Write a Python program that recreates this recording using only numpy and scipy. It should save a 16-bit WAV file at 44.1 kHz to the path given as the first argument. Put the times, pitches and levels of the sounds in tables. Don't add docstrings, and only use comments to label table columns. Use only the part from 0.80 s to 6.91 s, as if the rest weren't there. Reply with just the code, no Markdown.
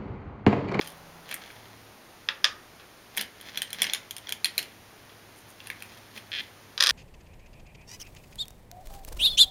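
import sys
import numpy as np
from scipy import signal
from scipy.fft import rfft, irfft, next_fast_len
from scipy.io import wavfile
from scipy.ndimage import map_coordinates

SR = 44100
rng = np.random.default_rng(int(sys.argv[2]) if len(sys.argv) > 2 else 0)


def int16_out(signal):
    q = np.round(np.clip(np.atleast_2d(signal).T, -1, 1) * 32767)
    wavfile.write(sys.argv[1], SR, q.astype(np.int16))


N = 269499
CLOCK = np.arange(N) / SR
HIT_CLOCK = np.arange(SR // 4) / SR

# (f/Hz, relative level/dB)
TRAY_COLOUR = [(60, -44), (300, -17.5), (1100, -11), (1500, -6.5), (2100, 3.5), (2600, -7), (3200, 0),
               (4500, -6.5), (6000, -12), (8000, -19.5), (16000, -26)]
# (f/Hz, relative level/dB)
GLASS_COLOUR = [(300, -97), (2000, -43), (5000, -13.5), (7000, -2.5), (9500, 5), (12000, 1), (15000, -3.5),
                (17000, -35)]


def amp(db):
    return 10 ** (np.asarray(db) / 20)


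def unit(x):
    return x / np.sqrt(np.mean(x ** 2) + 1e-20)


def blow(x):
    return x / np.linalg.norm(x) * np.sqrt(SR / 2000)


def along(points, hz):
    f, v = np.transpose(points)
    return np.interp(np.log(hz + 1), np.log(f + 1), v)


def filtered(x, response):
    m = next_fast_len(len(x) + 8192)
    spectrum = rfft(x, m) * response(np.fft.rfftfreq(m, 1 / SR))
    return irfft(spectrum, m)[:len(x)]


def coloured(x, points, size=4096):
    gain = amp(along(points, np.fft.rfftfreq(size, 1 / SR)))
    cepstrum = irfft(np.log(gain))
    cepstrum[1:size // 2] *= 2
    cepstrum[size // 2 + 1:] = 0
    impulse = irfft(np.exp(rfft(cepstrum)))
    return signal.fftconvolve(x, impulse)[:len(x)]


def add(track, s, sound):
    part = track[max(round(s * SR), 0):][:len(sound)]
    part += sound[:len(part)]


def ring(modes, scatter_db, detune):
    hz, db, t60 = np.transpose(modes)[:, :, None]
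    size, shift = rng.standard_normal((2, len(modes), 1))
    sign = (-1) ** np.arange(len(modes))[:, None]
    envelope = amp(db + scatter_db * size - 60 * HIT_CLOCK / t60)
    tones = np.sin(2 * np.pi * hz * (1 + detune * shift) * HIT_CLOCK)
    return np.sum(sign * envelope * tones, axis=0)


def crack(t60):
    return rng.standard_normal(len(HIT_CLOCK)) * amp(-60 * HIT_CLOCK / t60)


def in_room(x, wet_db, early_db=-13, early_t60=0.021):
    # (f/Hz, t60/s)
    room_decay = [(200, 1), (1000, 0.57), (3000, 0.22), (6000, 0.22), (14000, 0.13)]
    hz, t, z = signal.stft(rng.standard_normal(SR // 3), SR, nperseg=256)
    decay = amp(-60 * t / along(room_decay, hz)[:, None])
    tail = signal.istft(z * decay, SR, nperseg=256)[1]
    tail *= np.clip(np.arange(len(tail)) / SR / 0.0028, 0, 1) ** 2
    near = crack(early_t60) * (HIT_CLOCK > .002)
    answer = amp(wet_db) * tail / np.linalg.norm(tail)
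    add(answer, 0, amp(early_db) * near / np.linalg.norm(near))
    answer[0] += 1
    bounce = round(SR * rng.uniform(.00117, .00124))
    answer[bounce] += .45
    return signal.fftconvolve(x, 0.81 * answer)


def drone():
    # (start/s, end/s, f at the start/Hz, level before the waver/dB)
    spells = [(-.2, .48, 166, -56), (.72, 1.16, 109, -56), (1.15, 2.6, 106.8, -67.5),
              (2.605, 4.797, 104.3, -63), (4.78, 6.3, 103.3, -58.5)]
    fade_s, sag_hz_per_s = 0.1, 0.399
    out = np.zeros(N)
    for start, end, hz, db in spells:
        gate = np.clip(np.minimum(CLOCK - start, end - CLOCK) / fade_s + .5, 0, 1)
        pitch_hz = hz - sag_hz_per_s * (CLOCK - start)
        out += amp(db) * gate * np.sin(2 * np.pi * np.cumsum(pitch_hz) / SR)
    waver = map_coordinates(rng.standard_normal(64), [CLOCK * 7], mode="mirror")
    return amp(.7 * waver) * out


def background():
    # (f/Hz, relative level/dB)
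    quiet_colour = [(15, -34), (25, -10.5), (69, -9.5), (101, -5), (129, -7), (178, -7.5), (209, -6.5),
                    (399, -7.5), (445, -8.5), (945, -11), (1800, -12.5), (3260, -16.5), (7910, -21.5),
                    (10600, -19), (15500, -23)]
    hiss_top_hz = 15700
    rush_start_db, rush_fall_db_per_s, rush_rest_db = -51, 6.5, -65
    rush_colour = [(100, -5), (400, -3.0), (800, 2.0), (1400, -5.5), (4000, -22.0), (12000, -24)]  # (f/Hz, level/dB)

    def quiet_response(hz):
        return amp(along(quiet_colour, np.minimum(hz, 14000))) * (hz < hiss_top_hz)

    steady = filtered(rng.standard_normal(N), quiet_response)
    rush = coloured(rng.standard_normal(N), rush_colour)
    rush_db = np.maximum(rush_start_db - rush_fall_db_per_s * CLOCK, rush_rest_db)
    return amp(-51.5) * unit(steady) + amp(rush_db) * unit(rush) + drone()


def rubbing(at):
    # (t at the hardest/s, length/s, drive on wood/dB, drive on glass/dB)
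    strokes = [(0.065, 0.25, -49, -42), (0.512, 0.13, -38.5, -62), (0.67, 0.86, -50, -55),
               (2.401, 0.15, -37.5, -48), (2.676, 0.21, -42, -56), (2.78, 0.27, -43.5, -63),
               (3.04, 0.4, -37, -62), (3.497, 0.18, -45.5, -61), (3.807, 0.21, -42.5, -43),
               (4.588, 0.059, -63, -39.5), (4.703, 0.063, -64, -44), (4.868, 0.27, -51, -54),
               (5.093, 0.95, -51.5, -54), (5.374, 0.13, -42.5, -46), (5.593, 0.3, -45, -52)]
    rise, edge_drop_db = 0.48, 21.5
    s, length, wood_db, glass_db = np.transpose(strokes)[:, :, None]
    fade_db = edge_drop_db * np.maximum((s - at) / rise, (at - s) / (1 - rise)) / length
    return np.max(wood_db - fade_db, axis=0), np.max(glass_db - fade_db, axis=0)


def stirring(grains_per_s=150):
    # (f/Hz, relative level/dB)
    body_colour = [(60, -29), (130, -7), (190, 3), (300, -3.5), (480, 0.5), (1000, -10.5), (2500, -14.5)]

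    def rubbed(colour):
        grains = (rng.random(N) < grains_per_s / SR) * rng.standard_normal(N)
        grains += 0.026 * rng.standard_normal(N)
        return unit(in_room(coloured(grains, colour), wet_db=-5)[:N])

    wood_db, glass_db = rubbing(CLOCK)
    wood = rubbed(TRAY_COLOUR) + amp(-6.5) * rubbed(body_colour)
    return amp(wood_db - 1) * wood + amp(glass_db - 5.5) * rubbed(GLASS_COLOUR)


def clink(knock_db, tick_db, pitch_hz):
    usual_hz, colour_follows = 3130, 0.45
    tick_rise_s = 0.00039
    modes = [(pitch_hz, 0, .009), (1.7 * pitch_hz, -8, .006)]  # (f/Hz, level/dB, t60/s)
    hollow = ring(modes, scatter_db=2, detune=.02) * (1 - np.exp(-HIT_CLOCK / .0002))
    shift = (pitch_hz / usual_hz) ** colour_follows
    grit = coloured(crack(0.015), [(hz * shift, db) for hz, db in TRAY_COLOUR])
    knock = blow(blow(hollow) + amp(-3.5) * blow(grit))
    tick = coloured(crack(0.0054) * (1 - np.exp(-HIT_CLOCK / tick_rise_s)), GLASS_COLOUR)
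    return amp(knock_db - 2.5) * knock + amp(tick_db - 3.5) * blow(tick)


def nudged_gems():
    nudges_per_s, usual_hz = 12, 2970
    knock_over_rub_db, tick_over_rub_db = 11.5, 15
    out = np.zeros(N)
    for k, (when, shift) in enumerate(rng.random((int(nudges_per_s * N / SR), 2))):
        s = (k + when) / nudges_per_s
        wood_db, glass_db = rubbing(s)
        pitch_hz = usual_hz * (1 + 0.31 * (shift - .5))
        add(out, s, clink(wood_db + knock_over_rub_db, glass_db + tick_over_rub_db, pitch_hz))
    return in_room(out, wet_db=-1.0)[:N]


def placed_gems():
    # (t/s, strength before the room/dB, brightness cut-off f/Hz)
    landings = [(.012, -19, 6000), (1.4876, -7, 3430), (1.6416, -21.5, 4600), (1.6437, -0.5, 6400),
                (1.6516, -8, 5000), (1.998, -33.5, 3320), (4.294, -35, 4000), (5.9779, -14, 6240),
                (6.003, -11, 6500), (6.0067, -1.5, 6800), (6.0246, -3.5, 8000), (6.0374, -3.5, 9360),
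                (6.0458, -12, 5500), (6.0623, -7.5, 8000), (6.0702, -4, 8500), (6.0786, -9.5, 6600),
                (6.0914, -6.5, 8050), (6.097, -6, 8350), (6.1067, -8, 7000)]
    # (f/Hz, relative level/dB, t60/s)
    clack_modes = [(740, -57, 0.013), (1193, -27.5, 0.041), (1838, -15, 0.011), (2500, -7.5, 0.0018),
                   (3400, 2, 0.0025), (3775, -5, 0.0072), (4960, 0, 0.0033), (5900, -8.5, 0.0027),
                   (8800, -14, 0.0062), (10870, -4, 0.0026), (12450, 0, 0.0024), (14350, -2.5, 0.011)]
    # (f/Hz, relative level/dB, t60/s)
    board_modes = [(554, -45, .15), (1140, -41, .1), (1690, -35, .1), (1780, -32, .15), (2490, -37, .12),
                   (2780, -33, .11), (3320, -34, .12), (3880, -35, .12), (4850, -36, .1), (5660, -36, .12)]
    # (f/Hz, relative level/dB)
    wood_colour = [(60, -63), (300, -10.5), (550, -2.5), (750, -12), (1100, 0.5), (1750, 1.5), (3500, -0.5),
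                   (6000, -4), (8000, -2), (16000, -45)]
    ring_db, ring_loss = -2, 0.43
    out = np.zeros(N)
    for s, db, cutoff_hz in landings:
        clack = ring(clack_modes, scatter_db=1, detune=.012) * (1 - np.exp(-HIT_CLOCK / .0003))
        modes = ring(board_modes, scatter_db=1.5, detune=.003) * (1 - np.exp(-HIT_CLOCK / .001))
        crowd = blow(coloured(crack(0.16), wood_colour))
        board = amp(-5.0) * modes + amp(-13.0) * crowd
        glass = blow(coloured(crack(0.031), GLASS_COLOUR))
        hit = blow(clack) + amp(ring_db - ring_loss * db) * board + amp(-11.0) * glass
        hit = signal.lfilter(*signal.butter(3, cutoff_hz, fs=SR), hit)
        add(out, s, in_room(amp(db) * blow(hit), wet_db=-12))
    return out


def tray_gems(neighbours=3):
    # (t/s, tray knock drive/dB, glass tick drive/dB, knock f/Hz)
    clinks = [(0.074, -28, -22.5, 3100), (0.491, -28, -32, 2900), (.513, -21.5, -21, 2090),
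              (.5254, -20, -38, 2170), (0.5417, -21, -11, 2000), (.703, -29.5, -46, 2190),
              (2.3671, -35, -19.5, 3200), (2.374, -12, -7.5, 2160), (2.38, -12.5, -16, 3130),
              (2.3945, -15, -40, 2960), (2.4115, -14.5, -11.5, 3026), (2.6116, -31, -26.5, 3180),
              (2.7575, -25.5, -39, 3200), (2.774, -12, -14, 3370), (2.8192, -11, -9.5, 2950),
              (2.9048, -30, -26, 4250), (2.9302, -18.5, -13.5, 3220), (3.0006, -30, -48, 3150),
              (3.019, -4, -3, 3340), (3.03, -14, -11, 3040), (3.042, -11.5, -24, 2950),
              (3.0677, -15, -29, 3040), (3.0975, -16, -40, 3420), (3.135, -8.5, -7, 3660),
              (3.148, -14, -20, 3150), (3.309, -20.5, -17.5, 3140), (3.3656, -23.5, -19, 3080),
              (3.3818, -27.5, -24, 3200), (3.4706, -25.5, -47, 3240), (3.492, -19.5, -18.5, 3260),
              (3.5231, -13, -11.5, 3140), (3.6452, -5.5, -5.5, 4270), (3.656, -9.5, -13, 3260),
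              (3.7796, -6.5, -6.5, 4240), (3.7905, -13.5, -15, 2940), (3.8281, -24.5, -24.5, 2950),
              (4.8034, -28, -54, 2820), (4.8714, -26.5, -21.5, 2740), (4.9014, -15, -23.5, 2240),
              (5.0231, -23.5, -22.5, 2530), (5.3758, -25, -48, 2500)]
    out = np.zeros(N)
    for s, knock_db, tick_db, pitch_hz in clinks:
        hit = clink(knock_db, tick_db, pitch_hz)
        for delay, size, shift in rng.random((neighbours, 3)):
            weaker_db = -13 - 9 * size
            answer = clink(knock_db + weaker_db, tick_db + weaker_db, pitch_hz * (0.875 + .5 * shift))
            add(hit, .002 + 0.011 * delay, answer)
        add(out, s, in_room(hit, wet_db=-8.0))
    return out


def dragged_gem():
    start_s, end_s = 5.518, 5.611
    slips_per_s, slips_gained_per_s = 160, 150
    slip_db, soft_start_db, grip_s = -22.5, 2, 0.012
    slip_colour = [(500, -40), (1200, -15.5), (1900, 4), (2600, 1.5), (3250, 7.5), (3900, -0.5),
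                   (5100, -8.5), (6200, -20.5), (15000, -37)]
    slips, s = np.zeros(N), start_s
    while s <= end_s:
        size, wait = rng.uniform(-1, 1, 2)
        age = s - start_s
        db = slip_db - soft_start_db * np.exp(-age / grip_s)
        add(slips, s, np.array([amp(db + 2.5 * size)]))
        rate = slips_per_s + slips_gained_per_s * age / (end_s - start_s)
        s += (1 + 0.5 * wait) / rate
    slip = blow(coloured(signal.unit_impulse(len(HIT_CLOCK)), slip_colour))
    return signal.fftconvolve(slips, in_room(slip, wet_db=-13.5))[:N]


def scene():
    gems = stirring() + nudged_gems() + placed_gems() + tray_gems() + dragged_gem()
    return (background() + gems)[None]


def record(dry):
    # (f/Hz, gain/dB)
    microphone_response = [(6500, -0.5), (7400, -6.5), (7750, -19), (7920, -35), (8100, -15), (8500, -5),
                           (9200, -4.5)]
    ceiling, top_hz = .99, 16900
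    x = coloured(dry[0], microphone_response)
    x = x / (1 + np.abs(x / ceiling) ** 8) ** (1 / 8)
    return filtered(x, lambda hz: hz < top_hz)[None]


dry = scene()
out = record(dry)
int16_out(out)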